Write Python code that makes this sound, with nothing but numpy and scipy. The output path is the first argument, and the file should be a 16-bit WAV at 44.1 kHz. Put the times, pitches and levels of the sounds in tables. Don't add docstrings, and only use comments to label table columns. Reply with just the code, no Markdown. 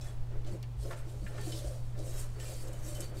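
import sys
import numpy as np
from scipy import signal
from scipy.fft import rfft, irfft
from scipy.io import wavfile
from scipy.ndimage import uniform_filter1d

SR = 44100
rng = np.random.default_rng(int(sys.argv[2]) if len(sys.argv) > 2 else 0)


def gain_from_decibels(decibels):
    exponent = np.asarray(decibels, float) / 20
    return 10 ** exponent


def generate_wav(sig):
    pcm = np.round(np.clip(np.atleast_2d(sig).T, -1, 1) * 32767).astype(np.int16)
    wavfile.write(sys.argv[1], SR, pcm)


N = 141120
T = np.arange(N) / SR

# [middle t/s, width/s, level/dB, dullness/dB]
FINGER_RUBS = [(0.058, 0.041, -60, 8.5), (.48, 0.017, -69, 24.5), (.53, 0.023, -64, 9),
               (0.836, 0.039, -57.5, 10), (.92, 0.02, -61.5, 14), (.98, 0.02, -58.5, 9),
               (1.09, 0.046, -65, 12), (1.27, 0.11, -63.5, 9.5), (1.43, 0.075, -61.5, 18),
               (1.49, 0.043, -51, 3), (1.548, 0.056, -53, 14), (1.69, 0.064, -59, 10.5),
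               (1.84, 0.06, -70, 11), (2., 0.027, -61.5, 15.5), (2.088, 0.051, -51.5, -18),
               (2.193, 0.035, -49.5, -7), (2.32, 0.083, -68, 12), (2.421, 0.026, -54, 9),
               (2.479, 0.058, -52, 10), (2.609, 0.042, -55, 0), (2.68, 0.0071, -55, -4),
               (2.75, 0.044, -60.5, -8.5), (2.903, 0.079, -52, -8), (3.028, 0.021, -52, 9.5),
               (3.19, 0.036, -55, 7)]
# [f/Hz, level/dB]
SKIN_TONE = [
    (1500, -17),
    (2500, -8.5),
    (4300, -8),
    (8200, 0.5),
    (9500, -2.5),
    (10600, -6),
    (13000, -8.5),
    (15500, -14),
]
# [f/Hz, time to fall 60 dB/s, level/dB]
STEEL_MODES = [(2410, .15, -9), (3060, .15, -7), (3870, .1, -5), (4230, .15, -6), (4520, .2, -1.5),
               (5350, .06, -7), (6470, .05, -7), (7650, .07, -2), (8560, .04, -5), (9440, .06, -7),
               (11400, .07, -9)]
# [middle t/s, width/s, level/dB, grit/dB, weight on deep modes/dB]
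BASE_DRAGS = [(0.048, 0.046, -54, 6, 0.5), (.34, 0.036, -51, 1, 2.5), (.48, 0.034, -49.5, 4, -1.5),
              (.55, 0.02, -44, -9, 2.5), (0.862, 0.033, -46.5, -17, 2), (0.948, 0.065, -52, 7, 0.5),
              (1.138, 0.031, -55, -3, 5), (1.28, 0.074, -56, -5, -3), (1.371, 0.064, -53.5, 9.5, 5),
              (1.49, 0.071, -46, -1.5, 1), (1.658, 0.072, -49.5, -0.5, -5),
              (1.998, 0.037, -44.5, -5.5, 0.5), (2.071, 0.027, -46, -4, -1.5), (2.17, 0.066, -50.5, 6, 0.5),
              (2.419, 0.059, -50, 6, -0.5), (2.511, 0.027, -46, -3, -1.5), (2.61, 0.038, -55.5, 8, 3),
              (2.69, 0.054, -47.5, -1, 1), (2.77, 0.014, -56, 5, 1), (2.872, 0.079, -51.5, 6, -2),
              (2.998, 0.034, -46.5, 5.5, -0.5), (3.132, 0.043, -47, 0, 2)]
# [f/Hz, width/Hz, level/dB]
COUNTER_MODES = [
    (185, 47, -2),
    (317.4, 34, -0.5),
    (349.8, 76, 2),
    (421.6, 38, 1.5),
    (521, 26, -1.5),
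    (592.2, 34, 0),
    (679, 38, -13.5),
    (718, 32, -12),
]
# [t/s, peak level/dB, favoured f/Hz]
BASE_SLIPS = [(0.324, -40.5, 423), (0.449, -41, 324), (0.482, -38.5, 343), (0.513, -35, 344),
              (0.849, -33.5, 560), (0.903, -32.5, 581), (1.065, -43.5, 328), (1.097, -49, 377),
              (1.13, -42.5, 573), (1.215, -42, 293), (1.28, -51, 288), (1.301, -56, 420), (1.347, -36, 610),
              (1.381, -36, 394), (1.467, -30, 327.5), (1.486, -34, 319), (1.642, -34.5, 364),
              (1.746, -58, 590), (1.959, -45, 410), (1.993, -43, 338), (2.057, -36, 572), (2.127, -44, 585),
              (2.368, -41, 423), (2.504, -39, 599), (2.606, -36.5, 309), (2.653, -55, 465),
              (2.674, -45, 350), (2.733, -39, 590), (2.83, -39, 306), (2.864, -38, 319), (2.92, -41, 327),
              (2.974, -43, 370), (2.994, -37.5, 350), (3.115, -38.5, 586),
              (.01, -48, 266), (.05, -42, 611), (.52, -42, 200), (1.205, -44, 197),
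                     (1.235, -41, 194), (1.29, -48, 842), (1.345, -40, 192), (1.39, -45.5, 847),
                     (1.465, -39.5, 732), (1.52, -42, 345), (1.94, -43, 195)]
# [t/s, level/dB, colour
# f/Hz]
STEEL_TICKS = [(.011, -33, 5500), (0.447, -37.5, 3000), (.5142, -49, 8000), (0.6286, -37.5, 4500),
               (1.2645, -35, 1800), (1.4117, -34.5, 7440), (1.5206, -23.5, 3230), (1.9907, -37, 5940),
               (2.1794, -39, 6450), (2.3995, -27, 2600), (2.67, -41, 5030), (2.7314, -36.5, 7800),
               (2.9492, -33, 6900), (3.005, -23, 7650), (0.908, -26, 1100)]
# [t/s, f/Hz, level/dB]
STEEL_RINGS = [(.011, 5430, -62), (.011, 6250, -63), (.022, 6500, -71), (.011, 7150, -65),
               (.011, 3450, -64), (0.009, 2540, -65.5), (.011, 3930, -66), (0.057, 8140, -62),
               (0.051, 1810, -63), (.075, 3370, -64.5), (.514, 4520, -64), (.514, 9500, -70),
               (.826, 5130, -62), (1.211, 4520, -70), (1.32, 1800, -64), (1.398, 1795, -54),
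               (1.411, 4520, -57), (1.52, 3050, -51.5), (1.52, 3900, -57), (1.521, 5260, -57),
               (2.2, 4600, -63), (2.177, 5360, -57), (2.353, 4540, -64.5), (2.401, 3040, -59),
               (2.4, 1800, -58), (2.405, 7700, -53.5), (2.449, 7700, -57), (2.452, 2400, -57.5),
               (2.452, 2740, -58), (2.59, 4550, -64), (2.731, 3010, -63), (2.871, 3030, -70),
               (2.95, 3060, -53.5), (2.95, 11400, -66), (3.005, 3040, -56), (3.026, 4520, -52),
               (3.168, 4530, -60.5)]
# [t/s, peak level/dB]
NAIL_SNAPS = [
    (0.447, -49),
    (0.6284, -39.5),
    (2.4005, -46),
]
# [t/s, level/dB, brightest f/Hz]
RIM_KNOCKS = [
    (0.847, -53, 1010),
    (0.905, -39, 1290),
    (0.926, -43, 1020),
    (1.262, -44, 1980),
    (1.376, -45, 1740),
    (1.946, -54.5, 1210),
    (0.628, -51, 2860),
]
# [f/Hz, level/dB, time to fall 60 dB/s]
RIM_MODES = [
    (670, 4.5, 0.3),
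    (874, -2, 0.18),
    (1075, -2, 0.22),
    (1384, -3.5, 0.34),
    (1470, -19, 0.069),
    (1752, 3.5, 0.13),
    (2250, -17, 0.068),
    (2800, -6, 0.12),
]
# [t/s, level/dB]
COUNTER_BUMPS = [
    (0.768, -21.5),
    (1.197, -26.5),
    (1.65, -23.5),
    (3.099, -32),
]
# [f/Hz, level/dB, waver/dB]
APPLIANCE_HUM = [
    (48.48, -47.5, 0),
    (119.35, -42.5, 1.34),
]
# [f/Hz, level/dB]
RUMBLE_TONE = [(14, -67), (25, 13.5), (37, -37), (55, 19.5), (75, 13.5), (100, 14.5), (135, 6.5),
               (160, -33.5)]
# [f/Hz, level/dB]
ROOM_TONE = [(130, -17), (240, -26), (840, -30.5), (1500, -40), (3500, -44.5), (8000, -52), (10500, -56),
             (15800, -77)]
# [middle t/s, width/s, level/dB]
AIR_SWAYS = [(.07, 0.14, -40), (.22, .05, -35), (.37, 0.07, -31), (.9, 0.27, -42), (1.35, .2, -42),
             (1.95, 0.16, -34.5), (2.2, 0.09, -33.5), (2.85, 0.5, -39.5)]


def evened(x):
    return x / np.sqrt(np.mean(x ** 2) + 1e-20)


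def coloured(points, x=None):
    f, db = np.transpose(points)
    hz = np.fft.rfftfreq(N, 1 / SR)
    if x is None:
        x = rng.standard_normal(N)
    gain = gain_from_decibels(np.interp(np.log(hz + 1), np.log(f + 1), db, left=-90))
    return evened(irfft(rfft(x) * gain, N))


def resonate(x, hz, width):
    r = np.exp(-np.pi * width / SR)
    return signal.lfilter([1 - r, 0, r - 1], [1, -2 * r * np.cos(2 * np.pi * hz / SR), r * r], x)


def resonate_twice(x, hz, first_width, second_width):
    return resonate(resonate(x, hz, first_width), hz, second_width)


def strokes(rows):
    onset = 0.74
    power = 0
    for s, width, db in rows:
        side = np.where(T < s, onset * width, width / onset)
        power = power + gain_from_decibels(2 * db) * np.exp(-((T - s) / side) ** 2)
    return np.sqrt(power)


def waver(per_s):
    t = T[::64]
    waves = [np.sin(2 * np.pi * (f * t + rng.random())) / np.sqrt(f)
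             for f in np.geomspace(per_s / 20, per_s, 20)]
    return np.interp(T, t, evened(sum(waves)))


def grainy(spread_db, per_s):
    size = np.minimum(rng.exponential(1, N), 5)
    return evened(rng.standard_normal(N) * gain_from_decibels(spread_db * size + 1.24 * waver(per_s)))


def blurred_noise(shape, bins, frames):
    x = uniform_filter1d(rng.standard_normal(shape), size=bins, axis=0)
    return evened(uniform_filter1d(x, size=frames, axis=1))


def streaked(x):
    z = signal.stft(x, nperseg=512, noverlap=384)[2]
    fine = blurred_noise(z.shape, 2, 12)
    wide = blurred_noise(z.shape, 25, 8)
    gain = gain_from_decibels(3.1 * fine + 1.5 * wide)
    return evened(signal.istft(z * gain, nperseg=512, noverlap=384)[1][:N])


def add(mix, s, sound):
    part = mix[round(s * SR):][:len(sound)]
    part += sound[:len(part)]


def rubs():
    skin_slips = grainy(3.2, 60)
    bright = strokes([row[:3] for row in FINGER_RUBS])
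    dull = strokes([(s, w, db + d) for s, w, db, d in FINGER_RUBS])
    touch = bright ** .7 * skin_slips
    sing = 0
    for hz, t60, db in STEEL_MODES:
        width = 2.2 / t60
        sing = sing + gain_from_decibels(db + 3 * waver(20)) * resonate(touch, hz, width) / np.sqrt(width)
    sing = gain_from_decibels(-12) * np.sqrt(np.mean(bright ** 2)) * evened(sing)
    flat = evened(resonate_twice(grainy(0.27, 66), 3550, 4600, 6500))
    hiss = bright * streaked(coloured(SKIN_TONE, skin_slips))
    return hiss + gain_from_decibels(-15) * dull * streaked(flat) + sing


def drags():
    drag_db, grit_db = -6, -14.5
    modes = []
    for hz, width, db in COUNTER_MODES:
        ring = evened(resonate_twice(grainy(2.2, 40), hz, width, 3 * width))
        modes.append(gain_from_decibels(db + waver(12)) * ring)
    grit = evened(resonate_twice(grainy(2.2, 40), 1115, 1130, 2000))
    deep_level = strokes([(s, w, db + drag_db + deep) for s, w, db, g, deep in BASE_DRAGS])
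    high_level = strokes([(s, w, db + drag_db - deep) for s, w, db, g, deep in BASE_DRAGS])
    grit_level = strokes([(s, w, db + g) for s, w, db, g, deep in BASE_DRAGS])
    panel = deep_level * evened(sum(modes[:4])) + high_level * evened(sum(modes[4:]))
    return panel + gain_from_decibels(grit_db) * grit_level * grit


def slips():
    t60, rise_s, reach_octaves = 0.22, 0.002, 0.23
    out, t = np.zeros(N), T[:SR // 4]
    for s, db, own_hz in BASE_SLIPS:
        ring, total = np.sin(2 * np.pi * own_hz * t), 1
        for hz, _, _ in COUNTER_MODES:
            near = gain_from_decibels(-6 * (np.log2(hz / own_hz) / reach_octaves) ** 2)
            ring = ring + near * np.sin(2 * np.pi * (hz * t + rng.random()))
            total += near
        shape = gain_from_decibels(db - 2 - 60 * t / t60) * (1 - np.exp(-t / rise_s))
        add(out, s, shape * ring / total)
    return out


def ticks():
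    out, t = np.zeros(N), T[:SR // 4]
    fade = gain_from_decibels(-60 * t / 0.034) + gain_from_decibels(-14 - 60 * t / 0.11)
    for s, db, hz in STEEL_TICKS:
        scrape = fade * rng.standard_normal(len(t)) + 1.5 * (t == 0)
        hit = resonate_twice(scrape, hz, 0.48 * hz, 2 * hz)
        steel = sum(gain_from_decibels(d) * resonate(hit, f, 4 / t60) * np.sqrt(SR * t60 / 20)
                    for f, t60, d in STEEL_MODES)
        add(out, s, gain_from_decibels(db - 13) * (hit + gain_from_decibels(-16.5) * steel))
    return out


def rings():
    t60, grip_s, gripped_db = .45, .042, -8
    out, t = np.zeros(N), T[:SR // 4]
    grip = gripped_db / (1 + np.exp((grip_s - t) / .004))
    shape = np.minimum(t / .004, 1) * gain_from_decibels(grip - 60 * t / t60)
    for s, hz, db in STEEL_RINGS:
        blur = .3 * evened(resonate(rng.standard_normal(len(t)), hz, 120))
        add(out, s, gain_from_decibels(db + 2) * shape * (np.sin(2 * np.pi * hz * t) + blur))
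    return out


def snaps():
    hz = 4350
    out, t = np.zeros(N), T[:400]
    for s, db in NAIL_SNAPS:
        rattle = .3 * gain_from_decibels(-60 * t / .012) * rng.standard_normal(len(t))
        click = resonate((t == 0) + rattle, hz, 1.5 * hz)
        add(out, s, gain_from_decibels(db) * click / abs(click).max())
    return out


def knocks():
    rise_s, reach_octaves = 0.0072, 0.59
    out, t = np.zeros(N), T[:SR // 3]
    for s, db, top_hz in RIM_KNOCKS:
        modes = 0
        for hz, d, t60 in RIM_MODES:
            far_db = 3.9 * (np.log2(hz / top_hz) / reach_octaves) ** 2
            modes = modes + gain_from_decibels(d - 60 * t / t60 - far_db) * np.sin(2 * np.pi * (hz * t + rng.random()))
        scuff = resonate(rng.standard_normal(len(t)), 0.82 * top_hz, 840)
        scuff = evened(resonate(scuff, 0.93 * top_hz, 3200))
        scuff = gain_from_decibels(5.5 - 60 * t / 0.084) * scuff
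        add(out, s, gain_from_decibels(db - 6.5) * np.minimum(t / rise_s, 1) * (modes + scuff))
    return out


def bumps():
    hz, t60, rise_s = 53.3, 0.2, 0.023
    out, t = np.zeros(N), T[:SR // 3]
    for s, db in COUNTER_BUMPS:
        shape = gain_from_decibels(db - 60 * t / t60) * (1 - np.exp(-t / rise_s))
        add(out, s, shape * np.sin(2 * np.pi * hz * t))
    return out


def hum():
    return sum(gain_from_decibels(db + 2.5 + w * waver(3.8)) * np.sin(2 * np.pi * (hz * T + rng.random()))
               for hz, db, w in APPLIANCE_HUM)


def air_sway():
    hz = 5.35
    return strokes(AIR_SWAYS) * evened(resonate_twice(rng.standard_normal(N), hz, 7.4, 20))


def room():
    rumble = gain_from_decibels(-50) * coloured(RUMBLE_TONE)
    return rumble + gain_from_decibels(-57 + .5 * waver(4.54)) * coloured(ROOM_TONE)


def scene():
    steel = rubs() + ticks() + rings() + snaps()
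    counter = drags() + slips() + knocks() + bumps()
    background = hum() + air_sway() + room()
    return (steel + counter + background)[None]


def roll_off(x):
    return signal.sosfilt(signal.butter(12, 15830, fs=SR, output="sos"), x)


def record(dry):
    edge = signal.firwin(401, 15790, window=("kaiser", 8), fs=SR)
    mix = signal.oaconvolve(dry, edge[None], "same")
    return roll_off(mix)


dry = scene()
out = record(dry)
generate_wav(out)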